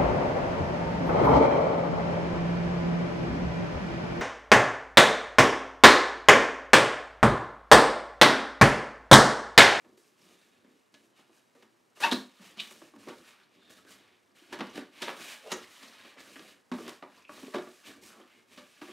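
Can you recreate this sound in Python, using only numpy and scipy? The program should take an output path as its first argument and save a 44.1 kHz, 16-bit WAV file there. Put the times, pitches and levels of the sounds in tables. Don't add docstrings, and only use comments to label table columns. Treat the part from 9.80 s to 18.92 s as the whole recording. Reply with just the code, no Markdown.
import sys
import numpy as np
from scipy import signal
from scipy.fft import rfft, irfft, next_fast_len
from scipy.io import wavfile
from scipy.ndimage import uniform_filter1d

SR = 44100
rng = np.random.default_rng(int(sys.argv[2]) if len(sys.argv) > 2 else 0)


def digitize_waveform(pressure):
    field = np.atleast_2d(pressure).T
    bounded = np.clip(field, -1, 1)
    quanta = np.round(bounded * 32767).astype(np.int16)
    wavfile.write(sys.argv[1], SR, quanta)


N = 402191
TIME = np.arange(N) / SR

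# pitch in Hz, relative level in dB, t60 in seconds before added damping.
BOX_MODES = [(203, -6, 0.29), (240, -2.5, 0.3), (285, -3, 0.085), (368, 4, 0.27), (445, -3, 0.1),
             (595, 5.5, 0.15), (690, -4, 0.08), (950, -1, 0.16), (1115, 3.5, 0.13), (1178, 4.5, 0.13),
             (1695, 3, 0.12), (1810, 1, 0.12), (2460, 3, 0.013), (2900, 2, 0.099), (3810, 4.5, 0.24)]


def knocks(crumple=0.93, table_db=-35, body_width_hz=170):
    # contact in seconds; levels in dB of hollow body, panels, crack and sizzle of the cut
    # edges; body pitch in Hz; time constants of scuff and settling in seconds.
    blows = [(0.046, -62, -63, -75.5, -84, 316, 0.0062, 0.017),
             (.175, -62, -75, -79, -82, 333, 0.0011, 0.012), (0.426, -65, -83, -90, -105, 209, 0.027, .018),
             (.846, -62, -71, -76, -94, 241, .0037, 0.0082),
             (1.141, -63, -66.5, -59.5, -74, 283, 0.00093, 0.021),
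             (1.391, -65.5, -66, -82, -88, 270, .013, .0066),
             (1.494, -63.5, -67.5, -87, -91, 327, .0035, .008),
             (1.751, -64, -64, -75, -77, 260, 0.0034, 0.033),
             (1.825, -68, -64.5, -64.5, -77, 370, 0.0055, 0.0097),
             (2.171, -67, -58.5, -75, -78, 341, 0.0078, 0.018),
             (2.203, -65, -45, -51, -51, 390, 0.0022, 0.043),
             (2.259, -43, -36, -34.5, -59, 300, 0.0044, 0.016),
             (2.319, -28.5, -36, -43.5, -66.5, 250.7, 0.0042, 0.011),
             (2.596, -54.5, -65, -69, -81, 202, 0.0058, 0.045),
             (2.773, -55, -58, -55, -66, 207, 0.0082, 0.057),
             (2.909, -56.5, -59.5, -61, -62, 407, .001, 0.006),
             (3.018, -54, -54, -72, -86, 326, 0.0011, 0.0042),
             (3.136, -54, -59, -84, -86, 298, .0005, 0.005), (3.162, -54, -62, -72, -75, 278, 0.02, 0.0078),
             (3.273, -44, -52, -62, -74, 316, 0.0065, 0.0084),
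             (3.286, -38, -47.5, -53, -62.5, 340, 0.0048, 0.026),
             (4.049, -60.5, -69, -69, -81, 310, 0.0012, .011),
             (4.619, -61.5, -82, -90, -102, 343, 0.00045, 0.0098),
             (4.727, -41.5, -42.5, -45.5, -57, 340, 0.0028, 0.021),
             (4.790, -43, -48, -55, -66, 342, .004, .008),
             (4.806, -38.5, -38, -43.5, -65.5, 273, 0.0021, 0.013),
             (4.957, -47, -56, -54, -62.5, 294, 0.023, 0.026),
             (4.977, -41, -44.5, -51.5, -60.5, 290, 0.012, .018),
             (5.22, -42.5, -42.5, -36.5, -49.5, 355, 0.0032, 0.029),
             (5.281, -38, -38.5, -48, -64, 360, 0.0074, 0.022),
             (5.664, -60, -60, -69, -72, 450, 0.014, 0.0051),
             (5.718, -40.5, -39.5, -39.5, -50.5, 357, 0.0093, 0.016),
             (5.77, -52.5, -70, -66, -60, 430, 0.0078, 0.013),
             (6.028, -58.5, -58.5, -52, -63, 267, 0.0087, 0.028),
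             (6.249, -58.5, -60, -57, -80, 289, 0.0038, .022),
             (6.371, -59.5, -59, -76, -88, 260, 0.0076, 0.011),
             (6.559, -55, -62, -72, -76, 273, 0.0028, 0.0064),
             (6.594, -53, -65, -58, -75, 299, 0.0036, .016),
             (6.916, -34.5, -42, -50, -64, 245, 0.00055, .015),
             (6.938, -39, -50, -57, -68, 224, .001, 0.0078), (6.985, -45, -50, -61, -72, 330, .002, .009),
             (7.081, -46, -49, -52, -71, 336, 0.029, 0.022),
             (7.2246, -50.5, -46.5, -59, -79, 272, 0.00085, 0.014),
             (7.493, -52, -48, -74, -80, 285, 0.00089, 0.0043),
             (7.579, -57, -57, -72, -78, 328, 0.0013, .006),
             (7.630, -45.5, -56, -63, -80, 268, 0.002, .009),
             (7.679, -47.5, -58, -80, -92, 346, .001, 0.0039),
             (7.745, -34, -36.5, -44.5, -60, 395, 0.0045, 0.022),
             (7.783, -45, -46.5, -53, -68, 410, .002, .01), (7.874, -51, -56, -66, -86, 355, 0.026, 0.01),
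             (8.401, -55, -58.5, -73, -72, 316, 0.094, 0.022),
             (8.776, -53.5, -53.5, -53.5, -69, 257, 0.0028, .022),
             (9.016, -47, -49.5, -55, -70, 297, 0.0018, 0.013),
             (9.084, -50, -56, -66, -80, 337, 0.0021, 0.028)]
    edges_hz = [135, 480, 2000, 6000, 14000]
    body_band, *upper_bands = zip(edges_hz, edges_hz[1:])
    centres_hz = np.sqrt(np.prod(upper_bands, axis=1))
    out, lead = np.zeros(N), SR // 10
    t = np.arange(-lead, SR * 3 // 10) / SR
    for s, body_db, *upper_db, body_hz, scuff_s, settle_s in blows:
        pressure = np.exp(-np.abs(t) / np.where(t < 0, scuff_s, settle_s))
        force = slips(len(t), rate=3500, spread_db=2.0) * pressure
        force *= crumple * np.sqrt(settle_s / 0.0056) / np.linalg.norm(force)
        force[lead] += 1
        ring = signal.fftconvolve(even(force), box_ring())[:len(t)]
        ring = band(ring, 130, 2700, order=1)
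        hollow = resonate(band(ring, *body_band, order=4), body_hz, body_width_hz)
        walls = wall_boom(t, body_hz)
        wall_share = np.clip(.75 * (1 - (body_hz - 235) / 220), 0, .95)
        boom = sum(np.sqrt(share) * x * undb(body_db - attack_db(x, lead))
                   for share, x in [(wall_share, walls), (1 - wall_share, hollow)])
        gains_db = np.array(upper_db) - [attack_db(band(ring, lo, hi), lead) for lo, hi in upper_bands]
        panels = band(colour(ring, list(zip(centres_hz, gains_db))), 410, 14300, order=2)
        add(out, s + t[0], boom + panels)
    thump = np.sqrt(np.abs(uniform_filter1d(band(out, 99.6, 370) ** 2, SR // 50)))
    shudder = unit(band(rng.standard_normal(N), 25.3, 120, order=2))
    return out + undb(table_db) * thump * shudder


def box_ring(panel_t60=0.033, panel_db=3, spot_db=3, hand_t60=0.8, loss_hz=400):
    t = np.arange(SR // 4) / SR
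    hz, db, t60 = np.transpose(BOX_MODES)[:, :, None]
    spot, grip, side = rng.standard_normal((3, len(BOX_MODES), 1))
    hz = hz * (1 + .015 * grip)
    damping = 1 / t60 + (1 + hz / loss_hz) / hand_t60
    fade = np.exp(-np.log(1000) * t * damping)
    modes = np.sign(side) * undb(db + spot_db * spot) * np.sin(2 * np.pi * hz * t) * fade
    panels = even(rng.standard_normal(len(t)) * np.exp(-np.log(1000) * t / panel_t60))
    return modes.mean(0) + undb(panel_db) * panels


def wall_boom(t, hz, wall_t60=0.12, wall_hz=240, swell_s=0.0032, pair_db=-9, bend=.14, bend_s=.025):
    t = np.maximum(t, 0)
    detune, phase = rng.standard_normal(2)
    angle = 2 * np.pi * hz * (t + bend * (bend_s * (1 - np.exp(-t / bend_s)) - t / 2))
    pair_ratio = .85 * (1 + .03 * detune)
    pair = np.sin(angle) + undb(pair_db) * np.sin(pair_ratio * angle + phase)
    swell = 1 - np.exp(-t / swell_s)
    fade = np.exp(-np.log(1000) * t / wall_t60 * (hz / wall_hz) ** 2)
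    return band(pair * swell * fade, 135, 1200, order=2)


def tab_squawk(tearing=.55, direct=0.067, tab_db=-2, jitter=.05):
    # time in seconds, slips per second, relative level in dB.
    tab_pull = [(2.218, 760, -65), (2.227, 810, -29.5), (2.234, 860, -21.5), (2.24, 910, -19),
                (2.249, 950, -17.5), (2.253, 750, -24.5), (2.262, 570, -32.5), (2.275, 1050, -67)]
    # centre in Hz, width in Hz, relative gain in dB.
    flap_modes = [(710, 44, -8), (960, 200, 1.5), (1110, 61, -1), (1505, 90, 2), (1740, 260, -5.5),
                  (2260, 110, -7), (2600, 92, 4.5), (2930, 100, -8), (3500, 260, -9.5), (4260, 400, -18),
                  (5640, 500, -18)]
    rate, db = curves(tab_pull)
    wobble = jitter * unit(uniform_filter1d(rng.standard_normal(N), SR // 700))
    slip_count = np.floor(np.cumsum(rate * (1 + wobble)) / SR)
    pulses = np.diff(slip_count, prepend=0)
    pull = undb(db) * ((TIME > tab_pull[0][0]) & (TIME < tab_pull[-1][0]))
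    drive = (unit(pulses) + tearing * slips(N, rate=5200, spread_db=-3)) * pull
    flap = sum(undb(gain_db) * resonate(drive, hz, width) for hz, width, gain_db in flap_modes)
    squawk = unit(band(direct * drive + flap, 480, 4600))
    return squawk * np.sqrt(np.mean(pull ** 2)) * undb(tab_db)


def snaps(snap_t60=0.022, low_hz=600, soft_hz=4000):
    # start in seconds, attack level in dB, treble cutoff in Hz.
    cracks = [(.177, -63, 14000), (1.141, -56, 9000), (2.3135, -35, 14000), (2.3235, -31.5, 11000),
              (2.329, -32.5, 12000), (2.802, -43.5, 11000), (4.797, -47.5, 6000), (4.807, -43, 4270),
              (5.2195, -42, 13900), (5.2815, -35, 3500), (5.292, -40, 3200), (5.718, -33, 13000),
              (5.7255, -34, 12000), (6.558, -51, 3000), (6.5675, -50, 2600), (6.594, -49, 5030),
              (6.916, -57, 14000), (7.079, -43.5, 14000), (7.093, -43, 13000), (7.225, -46, 2970),
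              (7.494, -46, 1780), (8.776, -50.5, 5000)]
    out, t = np.zeros(N), np.arange(SR // 20) / SR
    for s, db, top_hz in cracks:
        burst = even(rng.standard_normal(len(t)) * np.exp(-np.log(1000) * t / snap_t60))
        softened = band(burst, low_hz, soft_hz, order=1)
        crack = band(softened, 250, top_hz, order=4)
        add(out, s, undb(db) * crack / np.std(crack[:SR // 300]))
    return out


def rubbing(judder_db=0.5, ring_db=-6.5, grit_db=-13, fumble_db=3, waver_db=1, shift_db=4, scrape_db=-1):
    # frequency in Hz, relative level in dB.
    spectrum = [(60, -2.5), (130, -11.5), (250, -1), (600, -7.5), (1400, -5), (2200, -3), (3700, -3.5),
                (5500, -9.5), (8500, -12.5), (15500, -22)]
    edges_hz = [100, 500, 5000, 15500]
    fibres = slips(N, rate=14000, spread_db=-0.7)
    grit = slips(N, rate=160, spread_db=0.5)
    friction = (fibres + undb(grit_db) * grit) * undb(judder_db * walk(70) + waver_db * walk(14))
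    ringing = sum(undb(db + shift_db * walk(9)) * resonate(friction, hz, 9 / t60)
                  for hz, db, t60 in BOX_MODES)
    sound = colour(friction + undb(ring_db) * ringing, spectrum)
    rumble, scrape, hiss = stroke_levels()
    levels = [rumble * undb(fumble_db * walk(35)), scrape * undb(scrape_db), hiss]
    return sum(gain * unit(band(sound, lo, hi)) for gain, lo, hi in zip(levels, edges_hz, edges_hz[1:]))


def stroke_levels(release_s=0.047, sag_db_per_s=9):
    # start, length and rise in seconds,
    # scrape level in dB, then rumble and hiss in dB over the scrape.
    strokes = [(0.064, 0.044, 0.022, -85, 20.5, -15), (0.168, 0.11, .008, -76.5, -3, 7),
               (0.352, 0.2, 0.083, -65.5, -2, -2.5), (0.565, 0.11, 0.023, -69, -1.5, -2),
               (0.713, 0.22, 0.022, -73, 2, -8), (1.115, 0.15, 0.014, -76.5, 8, 2.5),
               (1.345, 0.052, 0.028, -64.5, -12, -6), (1.506, 0.077, 0.045, -69, 2, 0.5),
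               (1.755, 0.087, .03, -75, -6, -3), (2.148, 0.051, 0.025, -61, -18, -1),
               (2.196, 0.057, 0.023, -40, -10.5, -5.5), (2.317, 0.0054, .004, -48.5, 2, 4.5),
               (2.46, 0.21, 0.083, -65, -15, -4), (2.598, 0.11, 0.03, -58, -6.5, -6),
               (2.787, 0.14, 0.015, -57, -4, 0.5), (2.947, 0.12, 0.023, -66.5, 1.5, -1),
               (3.172, 0.24, 0.027, -61.5, -1, -3), (3.422, 0.061, 0.06, -53.5, -17, -6),
               (3.522, 0.13, 0.018, -66, -9.5, -15), (3.67, 0.21, 0.22, -63, -2, -13),
               (3.89, .025, 0.016, -58.5, -7, -2), (3.948, 0.033, 0.023, -61.5, -1, -4),
               (4.058, 0.065, 0.053, -57.5, -2, -0.5), (4.164, 0.18, 0.028, -65.5, -4.5, -15),
               (4.546, 0.27, 0.017, -64, -11.5, -4.5), (4.66, 0.32, 0.068, -55.5, 0.5, -10.5),
               (4.923, 0.075, 0.039, -50, -9, -11), (5.105, 0.21, 0.17, -46.5, -9.5, -8.5),
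               (5.333, .20, 0.079, -46.5, -15, -4), (5.592, 0.25, 0.12, -51.5, -10.5, -7),
               (5.845, 0.24, 0.078, -54.5, -13, -4.5), (6.094, 0.21, 0.032, -55, -10, -10.5),
               (6.371, 0.033, 0.041, -53, -10.5, -5.5), (6.42, 0.28, 0.035, -56.5, -7.5, -4),
               (6.922, 0.14, 0.029, -56, 5.5, -4), (7.076, 0.023, 0.014, -51, -11, -3),
               (7.189, 0.22, 0.21, -60.5, -9, -7.5), (7.473, 0.15, 0.07, -53, -1.5, -4),
               (7.63, 0.13, 0.016, -57.5, -16, -3.5), (7.78, 0.33, 0.019, -64, -8, -1),
               (8.034, 0.047, 0.045, -47.5, -6, -6), (8.12, 0.029, 0.055, -70, 12, -5),
               (8.208, 0.098, 0.032, -59.5, -1.5, 3), (8.31, 0.27, 0.022, -62.5, -8, -8.5),
               (8.667, 0.17, 0.063, -60.5, -7, -4), (8.838, .17, 0.033, -64.5, -13, -2),
               (9.01, 0.12, 0.018, -57, -8, -5.5)]
    resting_db = [-78, -76.5, -78.5]
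    power, t = np.zeros((3, N)), np.arange(SR) / SR
    for s, length_s, rise_s, db, rumble_db, hiss_db in strokes:
        attack = np.minimum(t / rise_s, 1)
        release = np.exp(-np.maximum(t - length_s, 0) / release_s)
        speed = attack * undb(db - sag_db_per_s * t) * release
        for layer, share_db in zip(power, (rumble_db, 0, hiss_db)):
            add(layer, s, (speed * undb(share_db)) ** 2)
    return np.sqrt(power + undb(resting_db)[:, None] ** 2)


def scratches(count=420, centre_hz=2200, spread_octaves=0.72, length_s=0.0078, db=-3.5, spread_db=2.5):
    out, t = np.zeros(N), np.arange(SR // 25) / SR
    starts_s = rng.random(count) * TIME[-1]
    variations = np.clip(rng.standard_normal((count, 3)), -2, 2)
    for s, (pitch, length, size) in zip(starts_s, variations):
        hz = centre_hz * 2 ** (spread_octaves * pitch)
        age = t / (length_s * 2 ** (length / 2))
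        swell = 2 * age * np.exp(1 - 2 * age)
        scratch = unit(resonate(rng.standard_normal(len(t)), hz, width_hz=0.16 * hz))
        add(out, s, undb(db + spread_db * size) * scratch * swell)
    _, scrape, _ = stroke_levels()
    return out * scrape


def squeaks(trim_db=0.5):
    # peak time in seconds, pitch and width in Hz, relative level in dB, rise and fall in seconds.
    flicks = [(.55, 3700, 250, -75, 0.11, 0.21), (2.317, 3630, 810, -26.5, 0.0037, 0.0089),
              (2.331, 4040, 600, -33, 0.0049, 0.019), (2.8, 2450, 260, -38.5, .006, .011),
              (2.8, 2970, 450, -36, 0.008, 0.013), (2.801, 3700, 900, -36, 0.007, 0.013),
              (3.829, 3600, 420, -67, 0.033, 0.22), (4.076, 1550, 280, -59.5, 0.015, 0.014),
              (5.677, 522, 170, -45, 0.02, 0.014), (5.722, 6260, 1200, -39, 0.0027, 0.021),
              (5.83, 3470, 1400, -54, .006, .008), (5.965, 2780, 1500, -54, 0.0051, .008),
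              (6.385, 1850, 1200, -51, 0.0087, 0.017), (6.405, 4340, 2200, -57, .008, .014),
              (6.559, 1640, 700, -45.5, 0.001, 0.0054), (6.648, 620, 250, -57, 0.0067, 0.0094),
              (7.385, 1020, 128, -56.5, 0.0066, 0.0082), (7.450, 2620, 400, -50, .001, 0.0037),
              (7.49, 2550, 250, -61.5, .06, 0.075), (8.56, 2210, 200, -68, 0.043, 0.051)]
    out, t = np.zeros(N), np.arange(-SR // 10, SR // 2) / SR
    for s, hz, width_hz, db, rise_s, fall_s in flicks:
        friction = slips(len(t), rate=6200, spread_db=0.0)
        tone = resonate(resonate(friction, hz, width_hz), hz, 2 * width_hz)
        swell = np.exp(-np.abs(t) / np.where(t < 0, rise_s, fall_s))
        add(out, s + t[0], undb(db + trim_db) * unit(tone * swell) * np.sqrt(np.mean(swell ** 2)))
    return out


def room(x, wet_db=0, width=0.1, build_s=0.0077, turn_hz=0.6058):
    # lower and upper band edge in Hz, t60 in seconds, relative level in dB.
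    decay_bands = [(57, 407, 0.28, -5.5), (456, 1980, 0.3, -3), (1940, 6200, 0.32, -9),
                   (5860, 14000, 0.19, -13)]
    t = np.arange(SR * 2 // 3) / SR
    tails = np.zeros((3, len(t)))
    for lo_hz, hi_hz, t60, db in decay_bands:
        fade = np.exp(-np.log(1000) * t / t60) * (1 - np.exp(-(t / build_s) ** 2))
        echoes = rng.standard_normal(tails.shape) * fade
        tails += undb(db + wet_db) * band(echoes, lo_hz, hi_hz) / np.linalg.norm(fade)
    one, other, side = (signal.fftconvolve(x, tail)[:N] for tail in tails)
    turn = 2 * np.pi * turn_hz * TIME + .5 * walk(2.058)
    side = band(side, 40, 5300, order=1)
    return x + np.cos(turn) * one + np.sin(turn) * other + width * np.array([side, -side])


def room_tone(db=-74):
    # frequency in Hz, relative level in dB.
    spectrum = [(25, -31.5), (60, -21), (110, 6.5), (200, 6), (320, 8.5), (520, 7), (1000, 5), (2000, -1),
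                (3700, -22), (7000, -39.5), (15500, -37)]
    mid, side = (unit(colour(rng.standard_normal(N), spectrum)) for _ in range(2))
    return undb(db) * (mid + np.array([side, -side]))


def slips(count, rate, spread_db):
    chance, size = rng.random(count), rng.standard_normal(count)
    spread = undb(spread_db * np.minimum(rng.exponential(size=count), np.log(100)))
    return unit((chance < rate / SR) * size * spread)


def even(x, passes=3):
    def envelope(v):
        return np.sqrt(np.abs(uniform_filter1d(v ** 2, SR // 500)) + 1e-24)
    shape = envelope(x)
    for _ in range(passes):
        spectrum = rfft(x)
        x = irfft(spectrum / (np.abs(spectrum) + 1e-18), len(x))
        x = x * shape / envelope(x)
    return x


def walk(rate):
    steps = rng.standard_normal(4096)
    held = steps[(TIME * rate).astype(int) % len(steps)]
    return unit(uniform_filter1d(held, int(SR / rate)))


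def curves(table):
    s, *columns = np.transpose(table)
    return [np.interp(TIME, s, column) for column in columns]


def band(x, lo_hz, hi_hz, order=3):
    return signal.sosfilt(signal.butter(order, [lo_hz, hi_hz], "band", fs=SR, output="sos"), x)


def resonate(x, hz, width_hz):
    return signal.lfilter(*signal.iirpeak(hz, hz / width_hz, fs=SR), x)


def colour(x, points):
    hz, db = np.transpose(points)
    size = next_fast_len(len(x))
    bins_hz = np.maximum(np.arange(size // 2 + 1) * SR / size, 1)
    gains = undb(np.interp(np.log(bins_hz), np.log(hz), db))
    return irfft(rfft(x, size) * gains, size)[:len(x)]


def attack_db(x, start):
    return 10 * np.log10(np.mean(x[start:start + SR // 40] ** 2))


def undb(db):
    return 10 ** (np.asarray(db) / 20)


def unit(x):
    return x / np.sqrt(np.mean(x ** 2) + 1e-30)


def add(out, s, sound):
    start = int(s * SR)
    lo, hi = max(start, 0), min(start + len(sound), N)
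    out[lo:hi] += sound[lo - start:hi - start]


def pan(x, left_db):
    return x * undb(np.array([[left_db], [-left_db]]) / 2)


def scene():
    box = knocks() + snaps() + rubbing() + scratches() + squeaks()
    box = pan(room(box), left_db=-0.5)
    tab = pan(room(tab_squawk(), wet_db=-3), left_db=2.5)
    return box + tab + room_tone()


def record(dry):
    return signal.sosfilt(signal.ellip(10, .2, 70, 15700, fs=SR, output="sos"), dry)


dry = scene()
out = record(dry)
digitize_waveform(out)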